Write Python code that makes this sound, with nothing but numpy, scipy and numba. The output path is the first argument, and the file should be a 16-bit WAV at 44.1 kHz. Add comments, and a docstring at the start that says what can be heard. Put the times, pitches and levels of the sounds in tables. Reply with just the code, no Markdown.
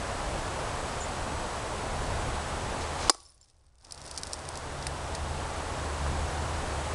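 """Distant traffic hums outdoors; a bird chirps, then a thrown axe swishes in and smashes a glass bottle.
The bottle is taped to a log target, which thuds as the blade bites. For two seconds shards clink
together and drop into straw. The blow makes the nearby camcorder turn its own volume down;
the traffic and an idling engine swell back as it recovers."""
import sys
import numpy as np
from scipy import signal
from scipy.fft import rfft, irfft
from scipy.io import wavfile
from scipy.ndimage import uniform_filter1d, minimum_filter1d
from numba import njit

SR = 44100
rng = np.random.default_rng(int(sys.argv[2]) if len(sys.argv) > 2 else 0)


def store_wav(level_fs):
    """Save 16-bit WAV to argv[1]."""
    pcm = np.round(np.clip(np.atleast_2d(level_fs), -1, 1) * 32767)
    wavfile.write(sys.argv[1], SR, pcm.T.astype(np.int16))


N = 306054
TIME = np.arange(N) / SR
HIT_S = 3.0964


def undb(db):
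    """Turn decibels into a factor to multiply by."""
    return 10 ** (np.asarray(db) / 20)


def unit(x):
    """Scale x to an average power of 1."""
    return x / np.sqrt(np.mean(x ** 2) + 1e-20)


def add(out, s, x):
    """Mix x into out, starting at s seconds."""
    i = int(s * SR)
    out[i:i + len(x)] += x[:N - i]


def colour(x, points):
    """Make each frequency louder or softer along a curve of (f/Hz, level/dB) points."""
    hz, db = np.transpose(points)
    f = np.fft.rfftfreq(len(x), 1 / SR)
    curve_db = np.interp(np.log(f + 1), np.log(hz), db)
    return irfft(rfft(x) * undb(curve_db), len(x))


def band(x, lo_hz, hi_hz, order=2):
    """Keep the sound between two frequencies."""
    return signal.sosfilt(signal.butter(order, [lo_hz, hi_hz], "band", fs=SR, output="sos"), x)


def walk(rate):
    """A smooth random wander of size about 1, changing about rate times a second."""
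    k = int(SR / rate)
    steps = np.repeat(rng.standard_normal(N // k + 1), k)
    return unit(uniform_filter1d(uniform_filter1d(steps, k), k)[:N])


def tone(hz, waver, rate):
    """A tone whose pitch wanders by about the fraction waver."""
    pitch = hz * (1 + waver * walk(rate))
    return unit(np.sin(2 * np.pi * np.cumsum(pitch) / SR))


def fade(t60, size):
    """Die away by 60 dB every t60 seconds (the fade time)."""
    return np.exp(-np.log(1000) * TIME[:size] / t60)


def ring(notes, size=20000):
    """A struck object sounds all its natural notes at once, and each dies away."""
    return sum(undb(db) * fade(t60, size) * np.sin(2 * np.pi * hz * TIME[:size]) for hz, db, t60 in notes)


def traffic(level_db=-34.3, rise_db_per_s=.14, bass_rise_db_per_s=.15, swell_db=.2, flutter_db=1.2):
    """Distant traffic slowly draws nearer, its restless bass swelling most."""
    # traffic wash and open-air hiss: f/Hz, level/dB
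    spectrum = [(12, -30), (20, -1.5), (63, -1), (87, -2), (113, -4.5), (147, -10.5), (186, -11),
                (397, -11.5), (529, -8), (826, -7.5), (1150, -11), (2360, -21), (5170, -26), (10500, -28.5)]
    air = unit(colour(rng.standard_normal(N), spectrum))
    bass = signal.sosfiltfilt(signal.butter(2, 350, fs=SR, output="sos"), air)
    bass_gain = undb(flutter_db * walk(9) + bass_rise_db_per_s * (TIME - TIME.mean()))
    gain = undb(level_db + rise_db_per_s * TIME + swell_db * walk(3))
    return (bass * bass_gain + air - bass) * gain


def engine(firing_hz=75.6, growl_db=-14):
    """A far engine idles and grows louder: its firing hums, with a growl and a drone above."""
    # engine loudness over time: t/s, hum level/dB, drone level/dB
    loudness = [(0, -53, -55), (1.6, -51, -54), (2.15, -44.5, -47), (4.6, -42, -49), (5.25, -38.5, -43.5),
                (5.8, -37, -47), (6.94, -35, -45)]
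    s, *levels = np.transpose(loudness)
    hum_db, drone_db = (np.interp(TIME, s, db) for db in levels)
    hum = unit(tone(firing_hz, waver=.024, rate=14) * undb(2 * walk(10)))
    growl = undb(growl_db) * unit(band(rng.standard_normal(N), 310, 430))
    drone = unit(band(rng.standard_normal(N), 134, 144))
    return (hum + growl) * undb(hum_db) + drone * undb(drone_db)


def whine():
    """Two close, nearly steady tones come from inside the camcorder."""
    # the thin whine: f/Hz, level/dB
    tones = [(7852, -64), (7882, -62)]
    return sum(undb(db) * tone(hz, waver=.0005, rate=6) for hz, db in tones)


def bird(start_s=.999, length_s=.052, edge_s=.007, level_db=-43.5,
         low_hz=6750, low_after_s=.023, glide_hz_per_s=32000):
    """A small bird's chirp scoops down to its lowest pitch and rises again."""
    age = np.clip(TIME - start_s, 0, length_s)
    hz = low_hz + glide_hz_per_s * np.abs(age - low_after_s)
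    fade_in_out = np.minimum(1, np.minimum(age, length_s - age) / edge_s)
    return tone(hz, waver=.02, rate=500) * undb(level_db) * fade_in_out


def swish():
    """The spinning blade tears the air in gusts that swell and fade."""
    # gusts as the axe nears the target: peak t/s, level/dB, half-length/s
    gusts = [(2.818, -42, .01), (3.03, -41, .028), (3.085, -41, .011)]
    swell = sum(undb(db) * np.exp(-.5 * ((TIME - s) / half) ** 2) for s, db, half in gusts)
    return unit(band(rng.standard_normal(N), 2000, 6800)) * swell


def tick(hz, t60, ring_db=-9, scuff_db=-23, ring_t60=.015, scuff_t60=.06, size=4000):
    """Glass snaps, rings and scuffs; a higher hz means a smaller, brighter piece."""
    # the sound a splinter gives off: f/Hz, level/dB
    spectrum = [(500, -34), (1500, -16), (2800, -14.5), (3700, -9.5), (4600, -0.5), (5300, 0), (6400, -4.5),
                (7500, -5), (9000, -3.5), (10500, -5), (13000, -12)]
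    tilt = 16 * np.log2(hz / 6400)  # dB per octave
    tilted = [(f, db + tilt * np.log2(max(f, 3500) / 6400)) for f, db in spectrum]
    noise = unit(colour(rng.standard_normal(size), tilted))
    snap = noise * (fade(t60, size) + undb(scuff_db) * fade(scuff_t60, size))
    # each splinter bends at its own two pitches
    low, high = rng.uniform(4400, 5700), rng.uniform(7400, 9800)
    ringing = ring([(low, ring_db - tilt / 2, ring_t60), (high, ring_db + tilt / 2, ring_t60)], size)
    x = band(snap + ringing, 1200, 14000)
    return x / np.sqrt(np.mean(x[:SR // 200] ** 2))  # power 1 over the first 5 ms


def bottle_burst(ring_db=-1):
    """The bottle rings as cracks run through it; thin glass gives off only treble."""
    # the breaking bottle's notes: f/Hz, level/dB, fade time/s
    notes = [(3650, 2, .037), (4200, 19, 0.013), (4850, 33.5, .012), (5060, 21, .055), (5040, -10.5, 0.36),
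             (7380, 25, 0.016), (8260, 20, .012), (9040, 9, .036)]
    # cracks in the glass: t/s, level/dB, brightness/Hz, fade time/s
    cracks = [(3.0976, 17.5, 6200, 0.012), (3.099, 16, 7000, 0.0051), (3.1, 19, 5400, .005)]
    glass = np.zeros(N)
    add(glass, HIT_S, undb(ring_db) * ring(notes))
    for s, db, hz, t60 in cracks:
        add(glass, s, undb(db) * tick(hz, t60, ring_db=-15.5, scuff_db=-29.5))
    return band(glass, 3200, 16000)


def log_thud(bite_delay_s=.0003, size=8000):
    """The blade sets the log ringing, and wood fibres crunch briefly under each knock."""
    # notes of the log and axe head: f/Hz, level/dB, fade time/s
    notes = [(347, 15, 0.034), (560, 17.5, .03), (852, 13, .05), (1124, 31.5, .013), (1130, -10.5, 0.48),
             (1390, 17.5, .012), (1880, 18.5, .014), (2300, 0.5, .07)]
    # dull knocks of handle, log and heavy pieces: t/s, level/dB, centre f/Hz, fade time/s
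    knocks = [(3.097, 17, 850, .018), (3.1008, 21, 650, .009), (3.1014, 23, 648, .01),
              (3.1455, -4, 600, 0.045), (4.8673, -27, 1500, 0.014), (6.0632, -18, 570, 0.016)]
    wood = np.zeros(N)
    add(wood, HIT_S + bite_delay_s, ring(notes))
    for s, db, hz, t60 in knocks:
        crunch = unit(band(rng.standard_normal(size), hz / 2, hz * 2, order=3))
        add(wood, s, undb(db) * crunch * fade(t60, size))
    return band(wood, 305, 8000, order=5)  # a short, thick log gives off no bass


def spray(scatter_db=3, kinds=12):
    """Countless tiny grains of glass burst out, bounce off the log and trickle into straw."""
    # showers of fine glass: t/s, level/dB, fall/(dB per s), grains per second
    showers = [(3.098, -1, 450, 5500), (3.11, -14.5, 72, 3000), (3.4, -31, 30, 700), (3.78, -35, 18, 400)]
    hits, out = np.zeros(N), np.zeros(N)
    for s, db, fall, rate in showers:
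        signs = rng.choice([-1, 1], N)
        strengths = unit(signs * undb(scatter_db * np.minimum(rng.exponential(size=N), 4)))
        lands = rng.random(N) < rate / SR
        add(hits, s, lands * strengths * np.sqrt(SR / rate) * undb(db - fall * TIME))
    kind = rng.integers(0, kinds, N)  # each hit plays one of a few ticks, dull to bright
    for k, hz in enumerate(np.geomspace(5000, 8000, kinds)):
        grain = tick(hz, .0024, ring_db=-18)
        out += signal.oaconvolve(hits * (kind == k), grain / np.linalg.norm(grain))[:N]
    return out


def uneven_times(start_s, length_s, per_s):
    """Random moments, one in each slot of 1 / per_s seconds."""
    slots = np.arange(256) + rng.random(256)
    return start_s + slots[slots < length_s * per_s] / per_s


def clinks(focus_db_per_octave=36, click_db=-18, jingle_db=-14.5, jingle_hz=9700):
    """Shards collide, click and ring, loudest near the pitch that each contact favours."""
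    # a shard's notes: f/Hz, level/dB, fade time/s
    notes = [(5300, 0, 0.054), (5390, -5, 0.045), (5669, -12.5, .06), (7278, -0.5, 0.033),
             (9220, -6.5, .07), (9830, -1, .06)]
    # the loudest knocks between larger shards: t/s, level/dB, favoured f/Hz
    contacts = [(3.124, -6, 9800), (3.229, -9, 9100), (3.253, -12, 5270), (3.2585, -12.5, 7400),
                (3.263, -11, 5200), (3.294, -15, 5400), (3.3445, -14, 10400), (3.413, -9, 7300),
                (3.429, -16, 5360)]
    # small shards jingle together while still in the air
    jingle = [(s, jingle_db, jingle_hz) for s in uneven_times(HIT_S, length_s=.24, per_s=25)]
    out = np.zeros(N)
    for s, db, favoured in contacts + jingle:
        detune = 1 + .005 * rng.standard_normal(len(notes))  # no two pieces are the same size
        struck = [(hz * shift, note_db - focus_db_per_octave * abs(np.log2(hz / favoured)), t60)
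                  for (hz, note_db, t60), shift in zip(notes, detune)]
        add(out, s, undb(db) * ring(struck))
        add(out, s, undb(db + click_db) * tick(favoured, .008))
    return out


def splinters():
    """The loudest splinters tick as they land on wood and straw."""
    # splinters landing: t/s, level/dB, brightness/Hz, fade time/s
    landings = [(3.1463, -5, 6000, .012), (3.2027, -12, 5000, .018), (3.4425, -23, 6200, .015),
                (3.4851, -25, 5800, .014), (3.4995, -22, 5800, .012), (3.6663, -27, 5900, .0054),
                (3.7555, -28, 6700, .005), (3.8486, -23, 4900, .024), (3.9092, -26, 5500, .006),
                (3.9218, -15, 7800, .012), (4.0629, -31, 5800, .005), (4.1121, -26, 6400, .016),
                (4.1762, -21, 6400, .016), (4.181, -27, 6400, .05), (4.234, -22, 5700, .0056),
                (4.2698, -30.5, 6000, .014), (4.3329, -21.5, 7000, .008), (4.34, -30, 5600, .006),
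                (4.4889, -28.5, 8400, .0056), (4.5557, -35, 5400, .011), (4.574, -32, 7240, .0061),
                (4.8254, -35.5, 5100, .021), (4.868, -26, 6300, .018), (5.1503, -32, 6300, .022)]
    out = np.zeros(N)
    for s, db, hz, t60 in landings:
        add(out, s, undb(db) * tick(hz, t60))
    return out


def patter(per_s=26, scatter_db=2, centre_hz=6500, spread_octaves=.15):
    """Lesser splinters land at random, each with its own brightness and strength."""
    # two waves, pieces flung down and then those flung high: t/s, length/s, level/dB, fall/(dB per s)
    waves = [(3.16, .34, -21, 22), (3.76, .42, -27, 20)]
    out = np.zeros(N)
    for start, length, db, fall in waves:
        chance = rng.standard_normal((256, 2))
        for s, (strength, brightness) in zip(uneven_times(start, length, per_s), chance):
            gain = undb(db - fall * (s - start) + scatter_db * strength)
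            add(out, s, gain * tick(centre_hz * 2 ** (spread_octaves * brightness), t60=.009))
    return out


def with_echo(x, echo_db, low_t60=.5, high_t60=.48, treble_db=-5, size=30000):
    """Sound bounces faintly back from the ground, straw and trees."""
    low = band(rng.standard_normal(size), 180, 1500) * fade(low_t60, size)
    high = band(rng.standard_normal(size), 1500, 10000) * fade(high_t60, size)
    tail = (low + undb(treble_db) * high) * (1 - fade(.034, size))
    return x + undb(echo_db) * signal.oaconvolve(x, tail / np.linalg.norm(tail))[:N]


@njit
def recover(wanted, step):
    """The volume drops at once to the wanted value and creeps back up."""
    gain, g = np.empty(len(wanted)), 1.
    for i in range(len(wanted)):
        g = min(wanted[i], g + (wanted[i] - g) * step)
        gain[i] = g
    return gain


def limiter(x, ceiling_db=-12, look_ahead_s=.0036, hold_s=.67, release_s=1.136):
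    """The camcorder turns itself down just before a loud peak, waits, then slowly recovers."""
    loudness = np.sqrt(np.abs(uniform_filter1d(x ** 2, SR // 200)) + 1e-12)
    wanted = np.minimum(1, undb(ceiling_db) / loudness)
    half = int(hold_s * SR / 2)
    held = minimum_filter1d(wanted, 2 * half + 1, origin=half, mode="nearest")
    early = np.roll(held, -int(look_ahead_s * SR))
    return x * recover(early, 1 / (release_s * SR))


def scene():
    """The smash and its falling glass, over the sounds of the open air."""
    smash = bottle_burst() + log_thud() + splinters() + clinks() + patter() + spray()
    smash = with_echo(smash, echo_db=-33)
    chirp = with_echo(bird(), echo_db=-10, high_t60=.2)
    return (smash + swish() + chirp + traffic() + engine() + whine())[None]


def record(dry, rumble_db=-64, treble_limit_hz=12100, clip_at=.74, top_hz=16000):
    """The camcorder limits the blow, adds rumble, cuts the highest treble and clips the tallest peaks."""
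    # the camcorder's own rumble: f/Hz, level/dB
    rumble_spectrum = [(20, -7.5), (40, -6.5), (54, -6), (65, -5), (77, -4), (100, -15), (135, -15),
                       (170, -29.5), (400, -32), (1500, -46), (10000, -61.5)]
    # how well the microphone hears high treble: f/Hz, level/dB
    microphone = [(9000, 1), (10200, -.7), (11000, -14), (11650, -15.5), (12400, -37.5)]
    rumble = undb(rumble_db) * unit(colour(rng.standard_normal(N), rumble_spectrum))
    x = colour(limiter(dry[0]) + rumble, microphone)
    x = signal.sosfilt(signal.ellip(8, .2, 70, treble_limit_hz, fs=SR, output="sos"), x)
    x = np.clip(x, -clip_at, clip_at)
    return signal.sosfilt(signal.ellip(8, .2, 70, top_hz, fs=SR, output="sos"), x)[None]


dry = scene()
out = record(dry)
store_wav(out)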